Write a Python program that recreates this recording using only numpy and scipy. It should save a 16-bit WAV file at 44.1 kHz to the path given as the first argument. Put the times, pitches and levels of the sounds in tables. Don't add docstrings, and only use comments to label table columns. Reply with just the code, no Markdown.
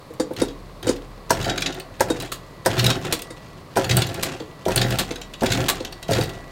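import sys
import numpy as np
from scipy import signal
from scipy.fft import rfft, irfft, next_fast_len
from scipy.io import wavfile
from scipy.ndimage import map_coordinates

SR = 44100
rng = np.random.default_rng(int(sys.argv[2]) if len(sys.argv) > 2 else 0)


def int16_out(signal):
    q = np.round(np.clip(np.atleast_2d(signal).T, -1, 1) * 32767)
    wavfile.write(sys.argv[1], SR, q.astype(np.int16))


N = 287091
TIME = np.arange(N) / SR
AGE = np.arange(SR // 2) / SR

# (drive grips [s], needle bites [s], drive lets go [s], shaft stops [s],
#  loaded hum control [dB], loaded rumble control [dB], stand sway [dB])
STITCHES = [(0.3638, 0.375, 0.4, 0.41, -33, -31.5, -37), (0.8276, 0.83, 0.88, 0.94, -34.5, -32.5, -36.5),
            (1.295, 1.464, 1.483, 1.73, -49, -23, -34.5), (1.997, 1.993, 2.27, 2.24, -40.5, -39, -40),
            (2.65, 2.776, 2.89, 3.13, -19, -24.5, -38), (3.7568, 3.893, 3.987, 4.3, -17.5, -24, -44),
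            (4.653, 4.758, 4.94, 5.08, -23.5, -25.5, -32), (5.4074, 5.505, 5.63, 5.74, -24.5, -25, -34.5),
            (6.0818, 6.096, 6.215, 6.27, -19, -26.5, -37.5)]
# (time [s], level [dB])
WHINE_LEVEL = [(0, -68.5), (2.4, -60), (3.3, -51.5), (3.7, -67), (4.5, -59), (5.9, -55.5), (6.3, -48),
               (6.5, -53)]
# (time [s], level [dB], rod ring against the blow [dB])
THUD_HITS = [(0.103, -31, -26), (0.198, -13, -14), (0.308, -21, -37), (0.416, -10.5, -15),
             (0.868, -16, -14), (0.89, -11.5, -13), (2.101, -12.5, -14.5), (3.129, -23, -8),
             (3.304, -32, -7.5), (4.403, -24.5, -43), (5.107, -23.5, -25), (5.804, -24, -23),
             (6.185, -14.5, -22)]
# (time [s], level [dB], bright edge control [dB])
CLACK_HITS = [(0.1374, -40, 0), (0.335, -36.5, 0), (0.399, -26, -7), (0.4823, -28, -16), (0.8787, -18, -17),
              (1.4106, -19, -19), (1.4422, -16.5, -17), (1.495, -9.5, -35), (1.5773, -12.5, -14),
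              (1.6199, -9.5, -16), (1.6601, -7.5, -30), (1.724, -22.5, -23), (1.798, -23.5, -5),
              (2.2001, -20, -6), (2.2222, -22.5, -4), (2.778, -13.5, -33), (2.794, -8.5, -17),
              (2.8418, -7.5, -9.5), (2.8634, -5.5, -9.5), (2.9014, -6.5, -15), (3.1912, -24, -4),
              (3.2193, -22.5, -0.5), (3.8442, -16, -11), (3.894, -10.5, -22), (3.9099, -6, -15),
              (3.9685, -9.5, 1.5), (4.0186, -8, -12), (4.142, -22, -5.5), (4.399, -26.5, -33),
              (4.7594, -10.5, 2), (4.775, -7, -16), (4.814, -7, -15), (5.1072, -18.5, -31),
              (5.157, -20.5, -15), (5.214, -21.5, -13), (5.3361, -21.5, -15), (5.4602, -12.5, -13),
              (5.5014, -15, -19), (5.5188, -6, -15), (5.802, -24.5, -32), (5.848, -18, -15),
              (5.924, -24, -10), (6.027, -23, -10), (6.132, -10.5, -15), (6.2348, -24.5, -5.5)]
# (time [s], level [dB], steel crack control [dB], hardness control [dB, neutral at -17.5])
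KNOCK_HITS = [(1.3052, -5, -15, -11), (2.006, -6, -16.5, -11.5), (2.66, -3, -18, -14),
              (3.764, -11.5, -25, -26), (3.77, -6, -22.5, -16), (3.783, -7, -31, -26),
              (4.663, -7.5, -38, -38), (4.682, -9, -24, -19.5), (5.42, -4.5, -39, -32),
              (5.433, -7, -28, -18), (6.091, -7.5, -40, -54), (6.11, -5, -27.5, -54)]
# (time [s], level before trim [dB], chatter [s])
FOOT_SNAPS = [(2.3175, -14, 0.0062), (3.1245, -7, 0.0037), (4.2272, -9, 0.0068), (4.9865, -8.5, 0.011),
              (5.6839, -7, 0.018)]

# (frequency [Hz], relative level [dB], t60 [s])
TREADLE_MODES = [(233.4, -5, 0.064), (282.6, -4.5, 0.12), (333, 1.5, 0.09), (423, -11, 0.2),
                 (482.3, 5.5, 0.067), (493.5, -10, 0.14), (849, -10.5, .06), (890, -10, 0.03)]
ROD_MODES = [(2070, 5.5, 0.038), (3740, 3, 0.13), (4680, -3, 0.07), (4960, 2, 0.067), (7030, -2, 0.11),
             (8450, -4, 0.13), (9000, -51, .13), (10330, -8, 0.12), (11000, -5, 0.046)]
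# (frequency [Hz], relative level [dB], t60 [s])
LINKAGE_MODES = [(2675, 32, 0.041), (3050, -4, 0.14), (3320, 16, 0.034), (3820, 27, 0.2),
                 (4400, -21, 0.051), (4500, -1, 0.21), (7300, -2, 0.18), (8300, -1, 0.092)]
# (frequency [Hz], relative level [dB], t60 before damping [s])
SPRING_MODES = [(8100, 16, 0.3), (9400, 7, 0.12), (12300, -2, 0.12), (14700, -17, 0.13)]
# (frequency [Hz], relative level [dB], t60 before damping [s])
DRIVE_MODES = [(229, -3, 0.079), (298, -10, 0.17), (377, 0, 0.21), (490, -5.5, 0.11), (536, -2.5, 0.53),
               (655, 4, 0.08), (956, -2.5, 0.25), (1350, -16, 0.12), (1608, -6.5, 0.088),
               (1745, -14, 0.062), (2004, -13.5, 0.071), (2450, -14.5, 0.08), (8500, -31, 0.18)]
# (frequency [Hz], width [Hz], gain [dB])
CASTING_MODES = [(102, 41, -2.5), (150, 8.8, 4.5), (185.2, 7.9, 8.5), (278.3, 17.3, 7.5), (292, 23, 5.5),
                 (354, 41.4, 6), (426, 98, -1), (538.3, 31.5, 2), (666, 36, 3), (764, 118, -1.5),
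                 (900, 68, -10.5), (1355, 69, -6.5), (1840, 480, -11)]

# (frequency [Hz], relative level [dB])
AIR_COLOUR = [(12, -42), (20, -0.5), (53, -11), (86, -2.5), (146, 0), (248, -9.5), (624, -9), (780, -16),
              (1120, -9.5), (1400, -22), (1910, -22.5), (2080, -22), (3200, -28), (4300, -23.5),
              (5680, -33), (16000, -40.5)]
KNOCK_BODY_COLOUR = [(60, -32), (140, -0.5), (240, -0.5), (550, 4), (740, -0.5), (950, 2), (1150, -15.5),
                     (1400, -5.5), (2300, -22), (3200, -21.5), (6000, -31)]
KNOCK_CRACK_COLOUR = [(1470, -34), (2500, -56.5), (4110, 6), (5610, 12), (7590, 3), (8200, 12), (10200, 2),
                      (14000, 3), (16000, -18)]
ROD_CRACK_COLOUR = [(410, -36), (700, -27), (922, 1.5), (1120, -8.5), (1400, -1), (2770, -22), (3790, -10),
                    (4260, -10), (8760, -9.5), (16000, -35)]
STEEL_COLOUR = [(700, -16), (1500, 0.5), (2200, -0.5), (2900, 2.5), (4200, 3.5), (5500, -3), (7200, -4),
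                (8500, -19), (12000, -18.5), (16000, -60)]
EDGE_COLOUR = [(5000, -34), (8300, 4), (10000, 4.5), (11500, -7.5), (12400, -6), (13100, 2), (13800, 9),
               (14600, -11), (16000, 0)]
RATTLE_COLOUR = [(590, -30), (1000, 3.5), (1380, 0), (2250, -4.5), (2530, 2), (3800, -3), (5250, -7),
                 (7020, -8), (7700, -11.5), (8450, -12), (9280, -18), (13900, -24), (16000, -43)]
SNAP_COLOUR = [(290, -9.5), (500, -7.5), (1000, -9.5), (1130, -3), (1420, -10), (1740, -7), (2230, -9.5),
               (4090, -6.5), (5630, -15), (7640, -11), (11500, -16), (13600, -14.5), (16000, -21)]
# (frequency [Hz], t60 [s])
ROOM_DECAY = [(100, 0.38), (400, 0.44), (1500, 0.17), (5000, 0.2), (14000, 0.095)]

AIR_DB, TOP_HZ = -42.5, 15900
GRIP_S, BITE_S, LET_GO_S, STOP_S = .03, 0.0083, 0.0495, 0.17
HUM_SLACK_DB, HUM_DROP_DB, HUM_SAG_DB_PER_S = -32, -13.5, 59
RUMBLE_SLACK_DB, RUMBLE_DROP_DB, RUMBLE_SAG_DB_PER_S = -30, -7.5, 8.5
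STOPPED_DB = -17
HUM_HZ, HUM_UPPER_HZ, UNLOADED_PITCH, SPIN_UP_S = 121.5, 196, .82, .11
SWAY_HZ, SWAY_RISE_S, SWAY_FALL_DB_PER_S = 39.2, 0.1, 22.5
GRIP_TICK_DB, GRIP_EDGE_DB = -22, -14
NEEDLE_THUMP_DB = 21
KICK_DB, KICK_GROWS = -10, 0.44
TICK_OVER_RUMBLE_DB, TICK_SCATTER_DB, TICK_EDGE_DB, TICK_AFTER_S = 9, 1, -9.5, .06


def amp(db):
    return 10 ** (np.asarray(db) / 20)


def unit(x):
    return x / np.sqrt(np.mean(x ** 2) + 1e-20)


def along(points, hz):
    f, v = np.transpose(points)
    return np.interp(np.log(hz + 1), np.log(f + 1), v)


def filtered(x, response):
    size = next_fast_len(len(x) + SR // 4)
    spectrum = rfft(x, size) * response(np.fft.rfftfreq(size, 1 / SR))
    return irfft(spectrum, size)[:len(x)]


def hiss(colour, size):
    white = rfft(rng.standard_normal(size))
    gain = amp(along(colour, np.fft.rfftfreq(size, 1 / SR)))
    return unit(irfft(white * gain, size))


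def wobble(rate, time=TIME):
    return map_coordinates(rng.standard_normal(4096), [time * rate], mode="wrap")


def fade(t60, hold=0):
    return np.exp(-np.log(1000) * np.maximum(AGE - hold, 0) / max(t60, 1e-3))


def swell(rise):
    return 1 - np.exp(-AGE / max(rise, 1e-5))


def ramp(s, length):
    return np.clip((TIME - s) / max(length, 1e-3), 0, 1)


def burst(colour, t60, tail_db, tail_t60, hold=0, ripple_db=0):
    hz = np.fft.rfftfreq(len(AGE), 1 / SR)
    favour = np.clip(rng.standard_normal(111), -1.7, 1.7)
    clusters = np.interp(hz, np.arange(0, SR / 2, 200), favour)
    spectrum = rfft(hiss(colour, len(AGE))) * amp(ripple_db * clusters)
    noise = unit(irfft(spectrum, len(AGE)))
    return noise * (fade(t60, hold) + amp(tail_db) * fade(tail_t60))


def ring(modes, scatter_db, detune=0):
    x = np.zeros(len(AGE))
    for k, (hz, db, t60) in enumerate(modes):
        strength = (-1) ** k * amp(db + scatter_db * rng.standard_normal())
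        pitch = hz * (1 + detune * rng.standard_normal())
        x += strength * fade(t60) * np.sin(2 * np.pi * pitch * AGE)
    return x / np.abs(x).max()


def add(track, s, sound):
    start = round(s * SR)
    track[start:start + len(sound)] += sound[:N - start]


def kick(db):
    return amp(db) * fade(0.016) * rng.standard_normal(len(AGE))


def casting(force):
    def response(f):
        total = 0
        for k, (centre, width, db) in enumerate(CASTING_MODES):
            damping = 1j * f * width
            total = total + (-1) ** k * amp(db) * damping / (centre * centre - f * f + damping)
        return total
    return filtered(force, response)


def idle():
    swings = []
    for grip, *_, db in STITCHES:
        falling = amp(db - SWAY_FALL_DB_PER_S * np.maximum(TIME - grip, 0))
        swings.append(ramp(grip, SWAY_RISE_S) * falling)
    rocking = np.max(swings, axis=0)
    sway = unit(np.sin(2 * np.pi * np.cumsum(SWAY_HZ + 1.45 * wobble(6.6)) / SR)) * rocking
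    whine = unit(np.sin(2 * np.pi * np.cumsum(1954 + 1.22 * wobble(7)) / SR))
    whine = whine * amp(np.interp(TIME, *np.transpose(WHINE_LEVEL)))
    return amp(AIR_DB) * hiss(AIR_COLOUR, N) + sway + whine


def thuds():
    out = np.zeros(N)
    for s, db, rod_db in THUD_HITS:
        plate = amp(6) * ring(TREADLE_MODES, scatter_db=0.5, detune=0.026)
        plate += amp(-18.5) * burst(KNOCK_BODY_COLOUR, t60=0.033, tail_db=-34.0, tail_t60=0.18, hold=0.024)
        rod = amp(5.5) * ring(ROD_MODES, scatter_db=5.5)
        rod += amp(0.5) * burst(ROD_CRACK_COLOUR, t60=0.071, tail_db=-12, tail_t60=0.07, hold=0.0024)
        add(out, s, amp(db) * swell(0.0014) * (plate + amp(rod_db) * rod))
    return out


def small_clacks(rumble, count):
    rows = []  # (time [s], level [dB], bright edge control [dB])
    for grip, _, _, stop, *_ in STITCHES:
        rows.append((grip, GRIP_TICK_DB, GRIP_EDGE_DB))
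        first, last = grip + GRIP_S, stop + TICK_AFTER_S
        places = (np.arange(count) + rng.random(count)) / count
        for s in first + (last - first) * places:
            db = 20 * np.log10(np.interp(s, TIME, rumble)) + TICK_OVER_RUMBLE_DB
            db += TICK_SCATTER_DB * rng.standard_normal()
            edge_db = TICK_EDGE_DB + TICK_SCATTER_DB * rng.standard_normal()
            rows.append((s, db, edge_db))
    return rows


def clacks(rumble):
    out, kicks = np.zeros(N), np.zeros(N)
    for s, db, edge_db in CLACK_HITS + small_clacks(rumble, count=4):
        steel = burst(STEEL_COLOUR, t60=.028, tail_db=-14, tail_t60=.11, hold=.006, ripple_db=5)
        steel = amp(-7) * steel * swell(.0012)
        steel = steel * amp(0.77 * wobble(444, AGE) - 1.5)
        edge = burst(EDGE_COLOUR, t60=.012, tail_db=-17, tail_t60=.09, hold=.0015, ripple_db=4)
        edge = amp(-3) * edge * swell(.0005)
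        springs = amp(-16) * ring(SPRING_MODES, scatter_db=4, detune=.008) * fade(.2)
        bright = amp(-1) * edge + springs
        linkage = amp(-15.5) * ring(LINKAGE_MODES, scatter_db=4, detune=.012)
        add(out, s, amp(db) * (amp(-3.5) * steel + linkage + amp(edge_db) * bright))
        add(kicks, s, kick(KICK_DB + KICK_GROWS * db))
    return out + casting(kicks)


def effort(phases, loaded_db, slack_db, drop_db, sag_db_per_s):
    grip, bite, let_go, stop = phases
    driven = slack_db + (loaded_db - slack_db) * ramp(bite, BITE_S)
    coasting = drop_db * ramp(let_go, LET_GO_S) - sag_db_per_s * np.maximum(TIME - let_go, 0)
    return ramp(grip, GRIP_S) * amp(driven + coasting + STOPPED_DB * ramp(stop, STOP_S))


def shaft():
    load, rumble, drive = np.zeros((3, N))
    for *phases, hum_db, rumble_db, _ in STITCHES:
        grip, _, let_go, _ = phases
        load += effort(phases, hum_db, HUM_SLACK_DB, HUM_DROP_DB, HUM_SAG_DB_PER_S)
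        rumble += effort(phases, rumble_db, RUMBLE_SLACK_DB, RUMBLE_DROP_DB, RUMBLE_SAG_DB_PER_S)
        drive += ramp(grip, SPIN_UP_S) * (1 - ramp(let_go, LET_GO_S))
    return load, rumble, UNLOADED_PITCH + (1 - UNLOADED_PITCH) * drive


def ticks(rate):
    return (rng.random(N) < rate / SR) * rng.uniform(-1.16, 1, N)


def running(load, rumble, pitch):
    def turn(hz):
        return np.sin(2 * np.pi * np.cumsum(hz * pitch * (1 + 0.0095 * wobble(25))) / SR)
    hum = amp(-2.0) * unit(turn(HUM_HZ) + amp(-13.5) * turn(HUM_UPPER_HZ))
    boom_colour = [(45, -44), (75, -7.5), (98, 0.0), (125, -7), (160, -5.0), (215, -17.0), (400, -41)]
    boom = amp(-5) * hiss(boom_colour, N)
    grind = amp(-1) * unit(casting(ticks(rate=600)))
    grains = unit(signal.fftconvolve(ticks(rate=150) ** 2, fade(.016))[:N])
    clatter = unit(hiss(RATTLE_COLOUR, N) * np.sqrt(np.abs(grains) + .015))
    uneven = amp(2.2 * wobble(35))
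    gears = rumble * uneven * (grind + amp(-8) * clatter)
    return load * hum + np.sqrt(load * rumble) * boom + gears


def needle():
    kicks = np.zeros(N)
    for _, bite, _, _, _, rumble_db, _ in STITCHES:
        add(kicks, bite, kick(rumble_db + NEEDLE_THUMP_DB))
    return casting(kicks)


def knocks():
    out = np.zeros(N)
    grip = fade(.22)
    for s, db, steel_db, hard_db in KNOCK_HITS:
        body = amp(-7.5) * burst(KNOCK_BODY_COLOUR, t60=0.064, tail_db=-14.0, tail_t60=0.12)
        body += amp(-2.5) * ring(DRIVE_MODES, scatter_db=2, detune=0.0036) * grip
        hardness = hard_db + 17.5
        body = filtered(body, lambda hz: amp(hardness * along([(600, 0.033), (1400, 0.82)], hz)))
        crack = burst(KNOCK_CRACK_COLOUR, t60=0.032, tail_db=-0.5, tail_t60=0.079)
        crack = amp(steel_db - 0.5) * crack
        add(out, s, amp(db) * swell(.0005) * (body + crack))
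    return out


def foot():
    out = np.zeros(N)
    for s, db, chatter in FOOT_SNAPS:
        bounces = amp(2.5 * wobble(500, AGE))
        snap = burst(SNAP_COLOUR, t60=0.059, tail_db=-8.5, tail_t60=0.19, hold=chatter, ripple_db=-1)
        add(out, s, amp(db - 13.5) * snap * bounces * swell(0.00036))
    return out


def room(x):
    hz, t, z = signal.stft(rng.standard_normal(SR), SR, nperseg=256)
    decay = np.exp(-np.log(1000) * t / along(ROOM_DECAY, hz)[:, None])
    tail = signal.istft(z * decay, SR, nperseg=256)[1]
    tone = [(150, -2.0), (600, -3), (3000, 3.5), (12000, -1)]  # (frequency [Hz], gain [dB])
    tail = filtered(tail / np.linalg.norm(tail), lambda f: amp(along(tone, f)))
    return signal.fftconvolve(x, np.pad(tail, (round(.006 * SR), 0)))[:N]


def scene():
    load, rumble, pitch = shaft()
    machine = knocks() + thuds() + foot() + needle() + running(load, rumble, pitch) + clacks(rumble)
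    return (machine + amp(-11) * room(machine) + idle())[None]


def record(dry):
    return filtered(np.clip(dry[0], -1, 1), lambda hz: 1 / np.sqrt(1 + (hz / TOP_HZ) ** 300))[None]


dry = scene()
out = record(dry)
int16_out(out)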